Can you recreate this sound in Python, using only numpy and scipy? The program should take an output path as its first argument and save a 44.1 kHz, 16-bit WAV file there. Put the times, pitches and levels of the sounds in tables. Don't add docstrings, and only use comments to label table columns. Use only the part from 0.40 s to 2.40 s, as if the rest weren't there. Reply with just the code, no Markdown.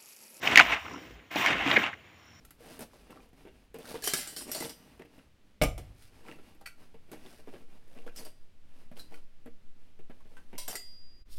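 import sys
import numpy as np
from scipy import signal
from scipy.fft import rfft, irfft, next_fast_len
from scipy.io import wavfile
from scipy.ndimage import uniform_filter1d, map_coordinates

SR = 44100
rng = np.random.default_rng(int(sys.argv[2]) if len(sys.argv) > 2 else 0)


def dump(signal):
    limited = np.clip(np.atleast_2d(signal).T, -1, 1)
    pcm = np.round(limited * 32767).astype(np.int16)
    wavfile.write(sys.argv[1], SR, pcm)


N = 88200

# time in seconds, gain of the middle band in dB, then gain over it in dB of
DRAG_LEVELS = [(0, -56, 18, 3, 0), (.018, -50, 6.5, 20.5, 12), (.034, -33, 1.5, 8.5, 17),
               (.07, -27.5, 0.5, 10, 16), (.1, -31, 2.5, 7.5, 10), (.122, -23.5, 3.5, 8, 2),
               (.15, -28, -2, 6.5, 5), (.2, -14, -10, 5, -20), (.24, -31, -0.5, 8, 11),
               (.295, -31.5, -8.5, 1.5, 7), (.328, -25, -4.5, 7, 0), (.37, -34, -5, 0.5, -2),
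               (.41, -47, -17, 9.5, 15), (.46, -45, 7.5, 9, 13), (.545, -47.5, 12.5, 6.5, 11),
               (.62, -50, 11, 10.5, 16), (.74, -58.5, 11, 15, 20), (.8, -57.5, 11.5, 0, -5),
               (.9, -69, 11, -4, -3), (.907, -50, -4.5, 2, 3), (.916, -40, 3, 12.5, 23),
               (.945, -37.5, -2, 7.5, 17), (.98, -30, 4, 11, 18), (1.04, -27, -4.5, 7.5, 13),
               (1.09, -25, -2.5, 5, -7), (1.15, -32, 5, 4, 0), (1.24, -31.5, -1.5, 1.5, 0),
               (1.29, -26, 0.5, 6, 4), (1.34, -25.5, 3.5, 3, 8), (1.405, -31, 4.5, 5, 8),
               (1.43, -28.5, -0.5, 2, 8), (1.47, -30, -5.5, 1, -13), (1.515, -45, -2.5, 1, -5),
               (1.56, -58, 10, 6, 8), (1.7, -58.5, 5.5, -9, 3), (2, -64.5, -1.5, 4.5, 5)]
# frequency in Hz, relative density in dB per Hz.
SOIL_SPECTRUM = [(35, -43.5), (60, -1), (226, -5.5), (586, -8), (690, 1), (1050, -7), (1210, -4),
                 (1560, -3), (1960, -1), (2920, -3.5), (4230, -22.5), (7060, -32.5), (10000, -44.5),
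                 (13500, -41), (15600, -36)]
# frequency in Hz, width in Hz, lift in dB.
BLADE_MODES = [(310, 57, 5), (720, 80, -3), (1048, 90, 7.5), (2120, 130, 3.5), (2790, 50, 1),
               (3700, 150, 5), (4640, 100, -4.5), (5760, 74, 7), (6940, 86, 6)]
# frequency in Hz, relative density in dB per Hz.
FIELD_SPECTRUM = [(40, -22), (75, 0.5), (120, -4.5), (220, -9), (410, -16.5), (700, -17.5), (2100, -17),
                  (3200, -16.5), (5000, -30), (7200, -30.5), (7700, -39), (10000, -37.5), (11500, -46),
                  (13500, -35.5), (15600, -30.5)]
# time in seconds, level in dB.
RUMBLE_LEVELS = [(0, -66), (.1, -50), (.6, -59.5), (.9, -71), (1.12, -56), (1.5, -58), (1.9, -65.5),
                 (2, -56.5)]
# centre in seconds, envelope peak in dB, half length in seconds.
GROUND_THUMPS = [(0.296, -40, 0.061), (0.745, -43.5, 0.054), (1.192, -42, .06)]
# frequency in Hz, width per resonance stage in Hz, relative gain in dB.
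WING_TONES_A = [(5390, 150, 0), (5710, 150, 0)]
WING_TONES_B = [(6970, 250, 0)]
# time in seconds, level in dB.
INSECT_LEVELS_A = [(0, -66), (.4, -67), (.55, -59.5), (.68, -79), (.8, -92.5), (1.65, -85), (1.78, -72.5),
                   (1.85, -67), (2, -62.5)]
INSECT_LEVELS_B = [(0, -82), (.5, -70), (.8, -87), (1.55, -81), (2, -77)]
# start in seconds, peak of the body in dB, pitch in Hz,
# length in seconds, treble edge over the body in dB, handle knock over the body in dB.
CRACK_EVENTS = [(.0722, -12, 2360, 0.0044, -26, -49), (.0765, -27, 2540, 0.0052, -2, -40),
                (0.114, -26, 1180, 0.0015, 0, -40), (.124, -29, 2160, 0.0036, -25, -42),
                (.157, -1.5, 2040, 0.0011, -9, -32), (0.1586, -11, 2860, 0.00062, -1.5, -45),
                (0.1614, -13, 2600, .002, -10, -40), (0.1724, -2.5, 1940, 0.0024, -14, -45),
                (0.1743, -0.5, 2510, 0.0027, -4, -38), (0.176, -10.5, 2300, .002, -7, -12.5),
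                (.1835, -5, 2040, 0.0013, -6.5, -24.5), (.193, -1, 2250, .001, -33, -38),
                (.195, -4, 2300, 0.00081, -29.5, -39), (.1972, 2, 1800, .0025, -13.5, -43),
                (.2005, -12.5, 750, 0.0083, -38, -40.5), (.2083, -5.5, 2400, 0.0014, -28, -38.5),
                (.319, -18, 2140, 0.012, -28, -45), (0.328, -24, 2180, 0.011, -27, -34),
                (.451, -39, 1160, 0.0028, -33, -14), (.461, -32.5, 1170, 0.0043, -33, -23),
                (0.482, -34, 1130, 0.0018, -30, -18), (0.509, -37.5, 990, .003, -36, -5),
                (.534, -45, 5460, 0.006, -20, -40), (0.537, -33.5, 1005, 0.013, -30, -2.5),
                (0.558, -36, 1320, 0.0073, -30, 1.5), (0.574, -46, 880, 0.0058, -30, 4),
                (.9567, -22, 756, 0.0099, -6.5, -1.5), (.9625, -18.5, 2450, .005, -22, -10),
                (1.0615, -11, 2050, 0.0014, -10, -40), (1.069, -19, 2310, 0.01, -14, -40),
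                (1.1, -38, 1480, 0.00085, -20, -40), (1.261, -31.5, 1760, 0.0023, -30, 8.5),
                (1.2755, -13.5, 2600, 0.0026, -33, -9.5), (1.3124, -15.5, 2100, 0.0038, -28, -43),
                (1.3128, -14, 3000, 0.005, -24, -42), (1.361, -9.5, 2060, 0.0052, -38, -38),
                (1.3648, -6.5, 2200, 0.0058, -45, -22), (1.3735, -9.5, 1950, .004, -40, -13.5),
                (1.4165, -23, 1520, 0.0011, -28, -40), (1.438, -21.5, 2580, 0.0032, -31, -40),
                (1.451, -35, 1230, 0.0018, -28, -40), (1.529, -32, 1800, 0.0054, -28, -44),
                (1.537, -35.5, 2080, 0.0061, -17, -47)]
# frequency in Hz, relative density in dB per Hz.
EDGE_SPECTRUM = [(2000, -20.5), (3000, -13), (4500, -4.5), (7000, -15), (9300, -43.5), (11000, -15.5),
                 (12000, -37), (13000, -24.5), (15600, -37)]
# start in seconds, peak in dB.
CLOD_THUDS = [(.1835, -27.5), (0.9565, -37), (1.3737, -17.5)]
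# time in seconds, approximate peak in dB.
TICK_EVENTS = [(1.7853, -52), (1.8562, -50), (1.8724, -70), (1.8991, -66.5)]

LOW_EDGE_HZ, HIGH_EDGE_HZ, TOPMOST_EDGE_HZ = 559, 4300, 12300
GRIT_PER_S, GRIT_SPREAD_DB, GRIT_DECAY_S, GRIT_DB = 700, 3, .0015, -6
LUMPY_DB, LUMPS_PER_S, PATCHY_DB, SOIL_LOW_HZ = .5, 34.6, 1.4, 110
FIELD_DB, FIELD_DRIFT_DB, FIELD_PATCHY_DB = -59.5, .8, 1.5
RUMBLE_HZ, RUMBLE_STAGE_WIDTH_HZ, THUMP_HZ = 80, 30, 54
PULSE_A_HZ, PULSE_B_HZ, PULSE_DEPTH = 59, 48, .35
CRACK_STAGE_Q, CRACK_ATTACK_S, CRACK_T60_S = 1.6, .0004, .006
EDGE_DELAY_S, EDGE_T60_S = .00053, .004
HANDLE_HZ, HANDLE_T60_S, HANDLE_ATTACK_S = 285, .08, .003
THUD_FROM_HZ, THUD_TO_HZ, THUD_SAG_S, THUD_T60_S, THUD_ATTACK_S = 750, 150, .006, .07, .001
TICK_HZ, TICK_WIDTH_HZ, TICK_MAKEUP_DB = 13500, 4000, 6.5
CEILING, KNEE = 1.02, 6
LOW_CUT_STAGE_HZ, TOP_HZ, TOP_SLOPE_HZ = 40, 15650, 250


def amp(db):
    return 10 ** (np.asarray(db) / 20)


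def unit(x):
    return x / np.sqrt(np.mean(x ** 2) + 1e-20)


def along(points, hz):
    point_hz, values = np.transpose(points)
    return np.interp(np.log(hz + 1), np.log(point_hz + 1), values)


def curves(rows):
    times_s, *columns = np.transpose(rows)
    return [np.interp(np.arange(N) / SR, times_s, column) for column in columns]


def wobble(knots_per_s):
    return map_coordinates(rng.standard_normal(1000), [np.arange(N) * knots_per_s / SR])


def filtered(x, response):
    size = next_fast_len(len(x) + 4096)
    spectrum = rfft(x, size) * response(np.fft.rfftfreq(size, 1 / SR))
    return irfft(spectrum, size)[:len(x)]


def peak(f, hz, width_hz):
    return 1j * f * width_hz / (hz * hz - f * f + 1j * f * width_hz)


def patches(x, depth_db):
    spectrum = signal.stft(x, nperseg=256)[2]
    field = rng.standard_normal(spectrum.shape)
    field = uniform_filter1d(field, size=3, axis=0)
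    field = uniform_filter1d(field, size=8, axis=1)
    return signal.istft(spectrum * amp(depth_db * unit(field)), nperseg=256)[1][:N]


def grit_strikes():
    chance, strength = rng.random((2, N))
    strikes = (chance < GRIT_PER_S / SR) * amp(-GRIT_SPREAD_DB * np.log(strength + .04))
    decay = np.exp(-np.arange(400) / SR / GRIT_DECAY_S)
    return np.convolve(strikes, decay)[:N]


def soil_on_blade(f):
    lift_db = sum(db * abs(peak(f, hz, width_hz)) ** 2 for hz, width_hz, db in BLADE_MODES)
    bass_cut = 1 + (SOIL_LOW_HZ / (f + 1)) ** 4
    return amp(along(SOIL_SPECTRUM, f) + lift_db) / bass_cut


def drag():
    mid_db, low_db, high_db, top_db = curves(DRAG_LEVELS)
    grit = unit(grit_strikes())
    rub = rng.standard_normal(N) * (1 + amp(GRIT_DB) * grit)
    rub = patches(rub, PATCHY_DB) * amp(LUMPY_DB * wobble(LUMPS_PER_S))
    rub = unit(filtered(rub, soil_on_blade))

    def below(edge_hz):
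        return filtered(rub, lambda f: 1 / (1 + (f / edge_hz) ** 10))

    to_low, to_mid, to_high = below(LOW_EDGE_HZ), below(HIGH_EDGE_HZ), below(TOPMOST_EDGE_HZ)
    thud = amp(low_db) * to_low
    middle = to_mid - to_low
    treble = amp(high_db) * (to_high - to_mid)
    hiss = amp(top_db) * (rub - to_high)
    return amp(mid_db) * (thud + middle + treble + hiss)


def rumble():
    low = filtered(rng.standard_normal(N), lambda f: peak(f, RUMBLE_HZ, RUMBLE_STAGE_WIDTH_HZ) ** 2)
    return amp(curves(RUMBLE_LEVELS)[0]) * unit(low)


def air():
    far = patches(rng.standard_normal(N), FIELD_PATCHY_DB)
    far = unit(filtered(far, lambda f: amp(along(FIELD_SPECTRUM, f))))
    low = rumble()
    return amp(FIELD_DB + FIELD_DRIFT_DB * wobble(2.1)) * far + low


def insect(tones, pulse_hz, levels):
    buzz = filtered(rng.standard_normal(N),
                    lambda f: sum(amp(db) * peak(f, hz, width_hz) ** 2 for hz, width_hz, db in tones))
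    uneven_hz = pulse_hz * (1 + .05 * wobble(9))
    pulse = 1 + PULSE_DEPTH * np.cos(2 * np.pi * np.cumsum(uneven_hz) / SR)
    return amp(curves(levels)[0]) * unit(buzz * pulse)


def burst(t, length_s, t60_s):
    attack = np.clip(t / CRACK_ATTACK_S, 0, 1)
    return attack * amp(-60 * np.clip(t - length_s, 0, None) / t60_s)


def cracks():
    out, t = np.zeros(N + SR), np.arange(SR // 10) / SR
    handle = np.sin(2 * np.pi * HANDLE_HZ * t) * amp(-60 * t / HANDLE_T60_S)
    handle = handle * np.clip(t / HANDLE_ATTACK_S, 0, 1)
    for start_s, db, hz, length_s, edge_db, handle_db in CRACK_EVENTS:
        body_noise, edge_noise = rng.standard_normal((2, len(t)))
        body = burst(t, length_s, CRACK_T60_S) * body_noise
        body = filtered(body, lambda f: peak(f, hz, hz / CRACK_STAGE_Q) ** 4)
        body = body / abs(body).max()
        edge = filtered(edge_noise, lambda f: amp(along(EDGE_SPECTRUM, f)))
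        edge = burst(t - EDGE_DELAY_S, length_s / 2, EDGE_T60_S) * edge
        edge = edge / abs(edge).max()
        crack = body + amp(edge_db) * edge + amp(handle_db) * handle
        out[round(start_s * SR):][:len(t)] += amp(db) * crack
    return out[:N]


def clod_thuds():
    out, t = np.zeros(N + SR), np.arange(SR // 10) / SR
    pitch_hz = THUD_TO_HZ + (THUD_FROM_HZ - THUD_TO_HZ) * np.exp(-t / THUD_SAG_S)
    tone = np.sin(2 * np.pi * np.cumsum(pitch_hz) / SR)
    attack = np.clip(t / THUD_ATTACK_S, 0, 1)
    for start_s, db in CLOD_THUDS:
        out[round(start_s * SR):][:len(t)] += amp(db - 60 * t / THUD_T60_S) * tone * attack
    return out[:N]


def ground_thumps():
    out, t = np.zeros(N), np.arange(N) / SR
    for centre_s, db, half_s in GROUND_THUMPS:
        envelope = amp(db) * np.exp(-((t - centre_s) / half_s) ** 2)
        out += envelope * np.sin(2 * np.pi * THUMP_HZ * (t - centre_s))
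    return out


def ticks():
    impulses = np.zeros(N)
    for time_s, db in TICK_EVENTS:
        impulses[round(time_s * SR)] = amp(db + TICK_MAKEUP_DB)
    return filtered(impulses, lambda f: peak(f, TICK_HZ, TICK_WIDTH_HZ))


def scene():
    hoe = drag() + cracks() + clod_thuds()
    insects = insect(WING_TONES_A, PULSE_A_HZ, INSECT_LEVELS_A) + insect(WING_TONES_B, PULSE_B_HZ, INSECT_LEVELS_B)
    field = air() + ground_thumps()
    return (hoe + insects + field + ticks())[None]


def record(dry):
    x = filtered(dry[0], lambda f: (1j * f / (LOW_CUT_STAGE_HZ + 1j * f)) ** 3)
    x = x / (1 + abs(x / CEILING) ** KNEE) ** (1 / KNEE)
    return filtered(x, lambda f: np.clip((TOP_HZ - f) / TOP_SLOPE_HZ, 0, 1))[None]


dry = scene()
out = record(dry)
dump(out)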